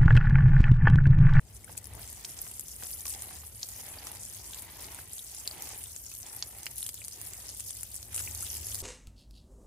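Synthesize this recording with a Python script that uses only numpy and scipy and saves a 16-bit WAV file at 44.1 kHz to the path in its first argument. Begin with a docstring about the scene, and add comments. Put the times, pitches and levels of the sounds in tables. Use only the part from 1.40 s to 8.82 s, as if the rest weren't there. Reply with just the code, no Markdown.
"""A watering can showers a garden bed close by: a patter of short noise bursts, one for each drop on wet soil.
Fat drops splat as louder bursts, each begun by a click; trapped bubbles and random blips are short sliding tones.
A broad leaf drums in low, dull bursts whenever the spray swings over it.
Clods and a low wall add a brief noisy tail; filtered noise and wavering hums make a faint outdoor rumble."""
import sys
import numpy as np
from scipy import signal
from scipy.fft import rfft, irfft, next_fast_len
from scipy.io import wavfile
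from scipy.ndimage import uniform_filter1d

SR = 44100
rng = np.random.default_rng(int(sys.argv[2]) if len(sys.argv) > 2 else 0)


def master_out(mix):
    """Clip the mix to full scale and print it as 16-bit PCM to the path in sys.argv[1]."""
    frames = np.transpose(np.atleast_2d(mix))
    ceiling = np.clip(frames, -1, 1)
    pcm = np.round(ceiling * 32767).astype(np.int16)
    wavfile.write(sys.argv[1], SR, pcm)


N = 327222
TIME = np.arange(N) / SR
GRAIN = 512  # samples in one short sound

# All levels below are taken before the ear balance and the scattered tail are added.
# Flow of the spray on the soil, building up as the can tips. Each row: time in seconds, level in dB.
SHOWER_FLOW = [(0, -63.5), (0.18, -55.5), (0.52, -57), (0.63, -47), (0.8, -50), (1.0, -48.5), (1.35, -46.5),
               (1.85, -46), (2.12, -49.5), (2.33, -44), (2.58, -50.5), (2.8, -45.5), (3.3, -49.5),
               (3.6, -48.5), (4.4, -45.5), (4.7, -47), (5.3, -48), (5.6, -47.5), (6.28, -45.5),
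               (6.52, -45.5), (6.7, -51.5), (6.76, -41), (7.1, -40), (7.42, -42)]
# The can slops out a thicker gush. Each row: start in seconds, end in seconds, boost in dB.
GUSHES = [(0.307, 0.333, 7.5), (0.367, 0.388, 17), (0.965, 1.09, 3), (1.398, 1.544, 2.5),
          (1.654, 1.751, 5.5), (1.916, 1.98, 1), (2.932, 3.024, 4), (3.177, 3.2, 4), (3.4, 3.467, 2.5),
          (3.97, 4.005, 2.5), (5.416, 5.507, 5), (6.723, 6.813, 4)]
# Tone colour of the patter on soil. Each row: frequency in Hz, relative level in dB.
SOIL_COLOUR = [(400, -17), (1100, -23.5), (2200, -20.5), (3000, -12), (4000, -13.5), (5000, -7.5),
               (7000, -5.5), (9500, -1.5), (11000, -2.5), (13000, -6), (15500, -9.5)]
# The spray swings onto the leaf and off again. Each row: on in seconds, off in seconds, level in dB,
# swing-in time in seconds, ringing pitch of the blade in Hz.
LEAF_PASSES = [(0.28, 0.354, -71, 0.009, 800), (0.514, 0.675, -56.5, 0.063, 725),
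               (0.733, 1.103, -62.5, 0.034, 400), (1.388, 1.46, -59, 0.0089, 413),
               (1.7, 2.002, -57.5, 0.071, 780), (2.37, 2.777, -54.5, 0.053, 820),
               (3.117, 3.632, -54.5, 0.12, 970), (4.104, 4.38, -51.5, 0.098, 840),
               (4.832, 5.3, -60.5, 0.0058, 800), (5.754, 6.1, -61.5, 0.011, 442),
               (6.675, 7.5, -62.5, 0.017, 386)]
# Tone colour of the leaf. Each row: frequency in Hz, relative level in dB.
LEAF_COLOUR = [(100, 1.5), (200, -3.5), (350, -2), (500, -5), (850, -2.5), (1150, -7.5), (1500, -9),
               (2000, -1.5), (2700, -4), (4000, -2), (7000, -1), (15000, -31)]
# Strength of the outdoor rumble. Each row: time in seconds, level in dB.
RUMBLE_LEVEL = [(0, -54.5), (0.22, -53), (0.32, -49.5), (0.39, -55.5), (0.56, -48), (0.7, -55),
                (1.3, -55.5), (2.0, -56), (3.0, -55.5), (3.7, -56.5), (3.85, -61), (4.15, -57.5),
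                (5.7, -57.5), (6.45, -56.5), (6.85, -53), (7.42, -53.5)]
# Tone colour of the rumble. Each row: frequency in Hz, relative level in dB.
RUMBLE_COLOUR = [(20, -37), (35, -19), (50, -0.5), (60, 3.5), (76, 1), (88, -0.5), (105, 2.5), (130, -8.5),
                 (180, -11.5), (300, -18), (600, -21), (1200, -32), (4000, -42)]
# Low hums that come and go. Each row: start in seconds, end in seconds, pitch in Hz,
# level in dB before the waver.
HUMS = [(0.027, 0.56, 100.6, -58), (1.427, 2.12, 75.1, -57.5), (2.2, 2.852, 61.2, -63.5),
        (4.283, 4.553, 76.2, -60.5), (5.7, 6.35, 99, -63), (6.0, 6.18, 64, -53), (6.73, 7.078, 97, -53.5),
        (6.796, 7.247, 77, -51.5), (7.28, 7.45, 100, -50)]
# The fattest drops on wet soil. Each row: time in seconds, level in dB, centre in Hz,
# spread in octaves (at least 0.1 is used), left minus right in dB.
SPLATS = [(0.167, -41.5, 8000, 0.33, 15), (0.245, -36.5, 9300, 0.16, 14), (0.3777, -28.5, 8600, 0.45, 9.5),
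          (0.3854, -38, 9000, 0.47, 7), (0.443, -33, 9300, 0.45, 5), (0.456, -35, 9400, 0.68, 5),
          (0.4707, -34, 10900, 0.1, 7), (0.536, -37, 9400, 0.13, 14), (0.5514, -35, 10500, 0.25, 6),
          (0.5953, -35.5, 12000, 0.35, -2), (0.618, -36, 8500, 0.4, 0), (0.677, -36.5, 8500, 0.3, 3),
          (0.7008, -34.5, 11100, 0.3, 2), (0.729, -31.5, 9700, 0.28, 2), (0.851, -28.5, 6500, 0.6, 7),
          (0.91, -36, 11400, 0.24, -3), (0.9897, -29.5, 6960, 0.18, 1), (1.0168, -22.5, 11300, 0.16, -1),
          (1.114, -33, 10500, 0.21, 1), (1.1959, -23.5, 9800, 0.36, 1), (1.2088, -30.5, 11100, 0.52, 7),
          (1.283, -32, 8150, 0.38, 3), (1.3637, -32, 9800, 0.26, -2), (1.4358, -29, 7300, 0.29, 4),
          (1.469, -29.5, 9200, 0.17, 8), (1.507, -31, 10700, 0.54, 2), (1.514, -29, 10600, 0.44, 6),
          (1.6072, -31, 8800, 0.45, 6), (1.617, -34, 12200, 0.21, 0), (1.6553, -27.5, 9200, 0.9, 0),
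          (1.667, -29, 6500, 0.5, 2), (1.681, -27, 9000, 0.47, 5), (1.6968, -26, 8840, 0.12, 5),
          (1.738, -33, 6000, 0.6, 0), (1.749, -31.5, 5500, 0.79, 0), (1.8219, -25.5, 8700, 0.3, 1),
          (2.233, -34, 5200, 0.31, -4), (2.2886, -34, 7300, 0.4, -6), (2.67, -28, 7160, 0.64, 0),
          (2.7168, -29, 10200, 0.16, 1), (2.78, -47, 9400, 0.17, 2), (2.836, -39, 8500, 0.29, -3),
          (2.947, -35, 8900, 0.13, 8), (3.135, -39, 4800, 0.69, 0), (3.146, -30, 6900, 0.94, 3),
          (3.222, -32, 9800, 0.34, 3), (3.5198, -36, 12000, 0.29, 5), (3.5469, -30.5, 9350, 0.22, 3),
          (3.7336, -28.5, 9600, 0.21, 4), (3.7817, -33, 7400, 0.69, 1), (3.948, -31, 9300, 0.29, 2),
          (4.0763, -23, 7600, 0.55, 2), (4.2225, -24.5, 10800, 0.49, -1), (4.4392, -27.5, 9200, 0.22, 1),
          (4.5634, -28, 7450, 0.18, 1), (4.664, -36, 7440, 0.15, 6), (4.7162, -35, 6500, 0.82, 0),
          (4.7507, -33, 9000, 0.63, 8), (4.802, -33.5, 9000, 0.19, 5), (4.8303, -35.5, 6000, 0.12, 4),
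          (4.9655, -26.5, 11600, 0.21, -1), (4.9912, -36, 10100, 0.16, -8), (5.0258, -26.5, 4250, 0.25, -2),
          (5.186, -32, 12200, 0.32, -3), (5.2321, -30.5, 8000, 0.45, 1), (5.258, -27.5, 9800, 0.71, -6),
          (5.2667, -25.5, 4000, 0.84, 2), (5.312, -33, 9050, 0.12, 4), (5.3822, -25.5, 10200, 0.43, 5),
          (5.407, -27, 9900, 0.18, 0), (5.4295, -24.5, 10300, 0.2, 5), (5.4653, -24.4, 9300, 0.45, 3),
          (5.4913, -25, 8100, 0.77, 2), (5.5433, -30, 9500, 0.49, 9), (5.648, -28.5, 9100, 0.4, 1),
          (5.6824, -26, 8900, 0.38, 4), (5.815, -27, 8500, 0.89, 1), (5.8705, -31.2, 11900, 0.24, -2),
          (5.9348, -30, 8000, 0.72, 2), (6.0145, -41, 9500, 0.27, 2), (6.1988, -27.5, 8700, 0.19, 5),
          (6.2054, -27.5, 7500, 0.36, -3), (6.3074, -25, 8800, 0.27, 5), (6.41, -32, 9400, 0.2, 9),
          (6.4323, -23.5, 9500, 0.28, 5), (6.5429, -28.5, 9250, 0.14, -4), (6.555, -32, 11100, 0.15, 1),
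          (6.6288, -32.5, 6800, 0.53, 2), (6.745, -24, 8100, 0.22, 5), (6.7623, -20, 9700, 0.09, -2),
          (6.7794, -28, 7600, 0.56, 5), (6.8016, -28, 8300, 0.49, 7), (6.949, -27, 8000, 0.3, 2),
          (7.008, -28, 9500, 0.3, 2), (7.026, -26, 10000, 0.2, 0), (7.152, -28, 9500, 0.3, 3),
          (7.269, -24.5, 10900, 0.13, 3), (7.346, -21.5, 8800, 0.65, 2), (7.3545, -25, 8500, 0.61, -6),
          (7.397, -37, 10300, 0.59, 5)]
# Drops that trap a bubble. Each row: time in seconds, level in dB before the shudder, first pitch in Hz,
# last pitch in Hz, swell time in seconds, level of the opening crack in dB.
BUBBLES = [(0.239, -53, 2050, 2290, .003, -58), (0.276, -50, 1400, 1580, 0.0035, -52),
           (0.296, -53, 720, 960, 0.0045, -60), (0.373, -49, 2510, 2580, 0.0025, -50),
           (0.8476, -31, 3350, 4230, .0004, -23), (0.8486, -24.5, 3870, 6800, 0.00096, -45),
           (1.423, -47, 1520, 1620, 0.0027, -50), (1.434, -46, 3140, 3940, .0014, -45),
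           (1.5052, -46, 2500, 3400, .0008, -38), (1.655, -41, 2200, 2900, .001, -35),
           (1.655, -48.5, 1200, 1010, .005, -60), (1.673, -55, 1000, 1080, 0.0043, -60),
           (1.834, -52, 1180, 1260, .003, -60), (2.23, -24, 3480, 7280, .0014, -39),
           (2.586, -37, 4600, 4940, .00091, -45), (3.133, -38, 2310, 4200, .0012, -33),
           (3.792, -39, 3300, 3900, 0.0011, -48), (4.0565, -43, 2800, 3300, .0007, -45),
           (4.0756, -22, 4220, 4720, 0.00066, -28), (4.1115, -35.5, 4300, 4900, 0.00099, -45),
           (4.4585, -42, 3200, 3700, .0008, -48), (4.714, -50.5, 2500, 2620, .004, -37),
           (4.859, -43, 3000, 3400, 0.0011, -48), (5.024, -34.5, 1900, 3170, 0.00092, -35),
           (5.0248, -20, 3280, 6840, .0007, -30), (5.0268, -32, 3020, 5600, .0016, -36),
           (5.266, -32, 2180, 3120, .00065, -30), (5.4272, -33, 3420, 4100, 0.00058, -32),
           (5.464, -34.5, 3000, 3470, 0.00083, -38), (5.491, -43, 2320, 3200, 0.0006, -35),
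           (5.578, -43, 3160, 4200, 0.0009, -43), (5.6165, -38, 2070, 2520, .001, -50),
           (6.3055, -41, 3140, 3700, .0008, -42), (6.7778, -36, 2500, 3000, 0.0014, -32),
           (6.8749, -31, 2130, 2580, 0.00074, -36), (7.024, -46.5, 1230, 1500, 0.0068, -55),
           (7.0662, -35, 3100, 4000, .0009, -42)]
# Heavy drops on the leaf. Each row: time in seconds, peak level in dB, centre in Hz, decay in seconds.
LEAF_TAPS = [(0.281, -43, 2100, 0.0044), (0.293, -37.5, 556, 0.0047), (0.35, -43, 750, 0.0029),
             (0.547, -41.5, 520, .005), (0.565, -45, 650, 0.0062), (0.578, -41, 620, 0.0051),
             (0.591, -40, 900, .005), (1.065, -39.5, 1190, 0.0059), (1.423, -40.5, 830, 0.008),
             (1.429, -40, 380, 0.0077), (1.446, -44, 700, .005), (1.654, -41, 1700, 0.003),
             (1.822, -44, 650, 0.0026), (1.907, -40, 850, 0.0036), (2.034, -41.5, 900, 0.0039),
             (2.669, -35, 1000, 0.0023), (3.484, -42, 950, 0.0025), (3.587, -35.5, 900, 0.0027),
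             (4.155, -41, 900, 0.0017), (4.716, -58, 1200, .002), (4.91, -43, 866, 0.0027),
             (5.023, -47, 2000, .002), (5.265, -42, 1500, 0.0024), (6.431, -38, 1900, 0.0023),
             (6.729, -38.5, 2000, .005), (6.747, -40, 2400, .005), (6.778, -34, 1500, 0.0065),
             (6.791, -34, 2600, .004), (6.8, -33.5, 1600, 0.0048)]

SPLAT_DECAY_S = 0.00089  # shared by the fat and the middling drops


def undb(db):
    """Turn decibels into a gain."""
    return 10 ** (np.asarray(db) / 20)


def curve(rows):
    """Give the gain at every sample from (seconds, dB) rows."""
    return undb(np.interp(TIME, *np.transpose(rows)))


def unit(x):
    """Scale to an rms (average strength) of 1."""
    return x / np.sqrt(np.mean(x ** 2))


def window(start, end, attack, release):
    """Rise smoothly from 0 to 1 around start, hold, and fall back around end."""
    rising = 1 + np.tanh((TIME - start) / attack / 2)
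    falling = 1 - np.tanh((TIME - end) / release / 2)
    return rising * falling / 4


def colour(x, points):
    """Filter by a spectrum of (Hz, dB) points."""
    hz, db = np.transpose(points)
    size = next_fast_len(x.shape[-1])
    f = np.maximum(np.fft.rfftfreq(size, 1 / SR), 1)
    gain = undb(np.interp(np.log(f), np.log(hz), db))
    return irfft(rfft(x, size) * gain, size)[..., :x.shape[-1]]


def flutter(per_s, depth_db):
    """A level that strays at random, with a new target per_s times a second."""
    s = np.arange(0, N / SR + 1, 1 / per_s)
    return curve(np.transpose([s, depth_db * rng.standard_normal(len(s))]))


def place(grains, times, pan_db, lag):
    """Lay (left, right) grains at their times; each lands elsewhere, so one ear gets it up to lag s later."""
    skew = lag * rng.uniform(-1, 1, len(times))
    out = []
    for grain, side in zip(grains, (.5, -.5)):
        first = np.round((times + side * skew) * SR).astype(int)
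        at = first[:, None] + np.arange(grain.shape[1])
        at = np.clip(at, 0, N)  # the spare last slot catches what runs past the end
        sound = grain * undb(side * pan_db)[:, None]
        out.append(np.bincount(at.ravel(), sound.ravel(), N + 1)[:N])
    return np.array(out)


def splash(hz, octaves, decay, apart):
    """A brief noise burst in a given band, with a weaker, slower spattering tail."""
    onset, rise, tail_db, tail_decay = .001, .0002, -18, .0036  # s, s, dB, s
    t = np.arange(GRAIN) / SR - onset
    after = np.maximum(t, 0)
    body = np.exp(-after / decay[:, None])
    tail = undb(tail_db) * np.exp(-after / tail_decay)
    envelope = np.maximum(body, tail) * np.exp(np.minimum(t, 0) / rise)
    # noise shared by the ears, plus a part that is opposite in each
    shared, own = rng.standard_normal((len(hz), 2, GRAIN)).transpose(1, 0, 2)
    noise = shared + apart * own * np.array([1, -1])[:, None, None]
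    f = np.maximum(np.fft.rfftfreq(GRAIN, 1 / SR), 1)
    distance = np.log2(f / hz[:, None]) / octaves[:, None]
    burst = irfft(rfft(noise * envelope) / (1 + distance ** 2 / 4) ** 2)
    # give each burst the power of its envelope
    wanted, actual = np.mean(envelope ** 2, axis=1), np.mean(burst ** 2, axis=(0, 2))
    return burst * np.sqrt(wanted / actual)[:, None]


def patter(per_s, low_hz, high_hz, octaves, decay, spread_db, pan_db, apart, lag):
    """Drops rain at random times, many small and a few large; rms 1."""
    when, pitch, size, length, side = rng.random((int(per_s * N / SR), 5)).T
    hz = low_hz + (high_hz - low_hz) * pitch
    lengths = decay * 2 ** (2 * length - 1)  # half to double the usual decay
    bursts = splash(hz, np.full(len(when), octaves), lengths, apart)
    db = spread_db * np.minimum(-np.log(size), 4.5)
    return unit(place(bursts * undb(db)[:, None], when * N / SR, pan_db * (2 * side - 1), lag))


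def crack(hz, db):
    """A very short click that opens a fat splat or a bubble, peaking at db."""
    decay = .00013  # s
    t = np.arange(GRAIN) / SR
    click = np.sin(2 * np.pi * hz[:, None] * t) * np.exp(-t / decay)
    return click * (undb(db) / abs(click).max(axis=1))[:, None]


def flow():
    """Gain of the water reaching the soil: the pour, boosted by its gushes."""
    edge = 0.0016  # s
    boost_db = sum(db * window(start, end, edge, edge) for start, end, db in GUSHES)
    return curve(SHOWER_FLOW) * undb(boost_db)


def glide(s, db, hz, decay):
    """Short tones that start softly, rise quickly in pitch and die away."""
    t = np.arange(GRAIN) / SR
    attack, glide_s = .0005, .0011
    start, rise = .76, .38  # as shares of hz
    pitch = hz[:, None] * (start + rise * (1 - np.exp(-t / glide_s)))
    envelope = (1 - np.exp(-t / attack)) * np.exp(-t / decay)
    wave = np.sin(2 * np.pi * np.cumsum(pitch, axis=1) / SR)
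    tones = wave * envelope / envelope.max() * undb(db)[:, None]
    return place([tones, tones], s, np.zeros(len(s)), lag=.0001)


def gliding_blips(per_s, low_hz, octaves):
    """Short tones at random times and pitches, each gliding upward; rms 1."""
    when, pitch, level = rng.random((int(per_s * N / SR), 3)).T
    return unit(glide(when * N / SR, db=8 * level, hz=low_hz * 2 ** (octaves * pitch), decay=.002))


def wander(x, per_s, depth_db):
    """The spray strays over uneven ground, so each band of the patter swells and sinks on its own."""
    centres = 1400 * 2 ** (np.arange(8) / 2)  # Hz, half an octave apart
    size = next_fast_len(N)
    spectrum, f = rfft(x, size), np.fft.rfftfreq(size, 1 / SR)
    out = 0
    for band in np.eye(len(centres)):
        part = irfft(spectrum * np.interp(f, centres, band), size)[:, :N]
        out = out + part * flutter(per_s, depth_db)
    return out


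def soil(pour):
    """Drops tick on the mud, short gliding tones blip, and thrown-up droplets ping and fizz."""
    tick_s = .0008
    drops = patter(per_s=700, low_hz=1010, high_hz=16360, octaves=0.31, decay=tick_s,
                   spread_db=2.0, pan_db=6.0, apart=0.93, lag=.0003)
    droplets = patter(per_s=330, low_hz=6000, high_hz=15000, octaves=0.06, decay=tick_s,
                      spread_db=2.2, pan_db=7.0, apart=0.7, lag=.0003)
    blips = gliding_blips(per_s=59, low_hz=1088, octaves=2.1)
    fizz = rng.standard_normal((2, N))
    layers = drops + undb(-6) * droplets + undb(-13.0) * blips + undb(-3) * fizz
    mix = wander(colour(layers, SOIL_COLOUR), per_s=18, depth_db=2.5)
    mix = mix * flutter(per_s=32, depth_db=1.7)  # the jets break into clumps
    ears_db = np.array([[1.9], [.5]])
    return unit(mix) * pour * undb(ears_db)


def strays(pour):
    """Middling drops stand out of the patter at random, harder when more water flows."""
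    per_s, low_hz, high_hz = 26, 6030, 13400
    when, pitch, size, side = rng.random((int(per_s * N / SR), 4)).T
    each = np.ones(len(when))
    hz = low_hz + (high_hz - low_hz) * pitch
    drops = splash(hz, 0.12 * each, decay=SPLAT_DECAY_S * each, apart=0.69)
    drops = drops * undb(2 + 7 * size)[:, None]  # 2 to 9 dB above the flow's gain
    ears_db = np.array([[1], [-1]])
    return place(drops, when * N / SR, -1.5 * (2 * side - 1), lag=.0002) * pour * undb(ears_db)


def leaf():
    """The soft blade damps each blow at once, so spray drums dully; bent on each pass, it rings at that pitch."""
    mist_db = -67.5  # stray spray that always reaches the leaf
    ring_db, ring_octaves, swing_off_s = 5.5, 0.27, 0.034
    drops = patter(per_s=600, low_hz=147, high_hz=2430, octaves=1.0, decay=0.0056,
                   spread_db=0.66, pan_db=6.0, apart=0.23, lag=0.00014)
    drum = unit(colour(drops, LEAF_COLOUR))
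    out = drum * undb(mist_db)
    width = 2 ** ring_octaves
    for on, off, db, swing, hz in LEAF_PASSES:
        bent = unit(colour(drum, [(hz / width, 0), (hz, ring_db), (hz * width, 0)]))
        out = out + bent * undb(db) * window(on, off, swing, swing_off_s)
    ears_db = np.array([[-.3], [1.2]])
    return out * undb(ears_db)


def rumble():
    """Low outdoor rumble of filtered noise with its hums, nearly the same at both ears."""
    mid, side = rng.standard_normal((2, N))
    air = np.array([mid + 0.2 * side, mid - 0.27 * side])
    low_noise = unit(colour(air, RUMBLE_COLOUR)) * curve(RUMBLE_LEVEL)
    ears_db = np.array([[1.3], [-.3]])
    return (low_noise + hums()) * undb(ears_db)


def hums():
    """Low, wavering pure tones rise out of the rumble and sink back."""
    edge = .025  # s
    out = 0
    for start, end, hz, db in HUMS:
        tone = unit(np.sin(2 * np.pi * hz * TIME)) * undb(db)
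        out = out + tone * window(start, end, edge, edge) * flutter(per_s=12, depth_db=2)
    return out


def splats():
    """Fat drops crack on the soil close by and break up in a noise burst."""
    s, db, hz, octaves, pan_db = np.transpose(SPLATS)
    decay = np.full(len(s), SPLAT_DECAY_S)
    drops = splash(hz, np.maximum(octaves, .1), decay, apart=0.58) * undb(db)[:, None]
    clicks = crack(hz, db + 1.5)
    bursts = place(drops, s - .001, pan_db, lag=.0002)  # each grain starts 1 ms before its onset
    return bursts + place([clicks, clicks], s - .0003, pan_db, lag=.0001)


def bubbles():
    """Drops crack as they punch into a puddle; the pocket of air swells, shudders, slides in pitch and fades."""
    s, db, first_hz, last_hz, swell, crack_db = np.transpose(BUBBLES)
    age = np.arange(2 * GRAIN) / SR / np.maximum(swell, .0002)[:, None]  # counted in swell times
    pitch = first_hz[:, None] + (last_hz - first_hz)[:, None] * np.minimum(age / 2, 1)
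    rough = uniform_filter1d(rng.standard_normal(age.shape), int(.0008 * SR))  # noise smoothed over 0.8 ms
    shudder = 1 + .4 * unit(rough)
    envelope = age * np.exp((1 - age ** 2) / 2)  # peaks at 1 after one swell time
    tone = np.sin(2 * np.pi * np.cumsum(pitch, axis=1) / SR)
    rings = tone * envelope * shudder * undb(db)[:, None]
    clicks = crack(np.full(len(s), 7500), crack_db)
    plinks = rings + np.pad(clicks, ((0, 0), (0, GRAIN)))
    return place([plinks, plinks], s, np.zeros(len(s)), lag=.00003)


def taps():
    """Heavy drops knock on the leaf: broad noise bursts with a low centre."""
    s, db, hz, decay = np.transpose(LEAF_TAPS)
    each = np.ones(len(s))
    bursts = splash(hz, octaves=0.93 * each, decay=np.maximum(decay, .001), apart=0.9)
    bursts /= abs(bursts).max(axis=(0, 2))[:, None]
    return place(bursts * undb(db)[:, None], s, 0 * each, lag=0.00015)


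def scatter(x):
    """Clods and the low wall return a brief noisy tail, unlike at each ear, changing as the spray wanders."""
    wet_db, decay, first = -8, .007, .0008  # dB, s, s before the tail begins
    size = 4 * GRAIN  # every block of this many samples gets a fresh tail
    t = np.arange(size) / SR
    blocks = np.pad(x, ((0, 0), (0, -N % size))).reshape(2, -1, size)
    tails = rng.standard_normal(blocks.shape) * np.exp(-t / decay) * (t > first)
    tails /= np.sqrt(np.sum(tails ** 2, axis=2, keepdims=True))
    wet = irfft(rfft(blocks, 2 * size) * rfft(tails, 2 * size))
    # the second half of each result spills into the next block
    early, late = wet[..., :size].reshape(2, -1), wet[..., size:].reshape(2, -1)
    spill = np.pad(late, ((0, 0), (size, 0)))
    return x + undb(wet_db) * (early[:, :N] + spill[:, :N])


def scene():
    """All the water, scattered by the garden bed, over the rumble."""
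    pour = flow()
    water = soil(pour) + strays(pour) + leaf() + splats() + bubbles() + taps()
    return scatter(water) + rumble()


def record(dry):
    """A steep filter cuts the treble above 15500 Hz."""
    return signal.sosfilt(signal.ellip(10, .2, 80, 15500, fs=SR, output="sos"), dry)


dry = scene()
out = record(dry)
master_out(out)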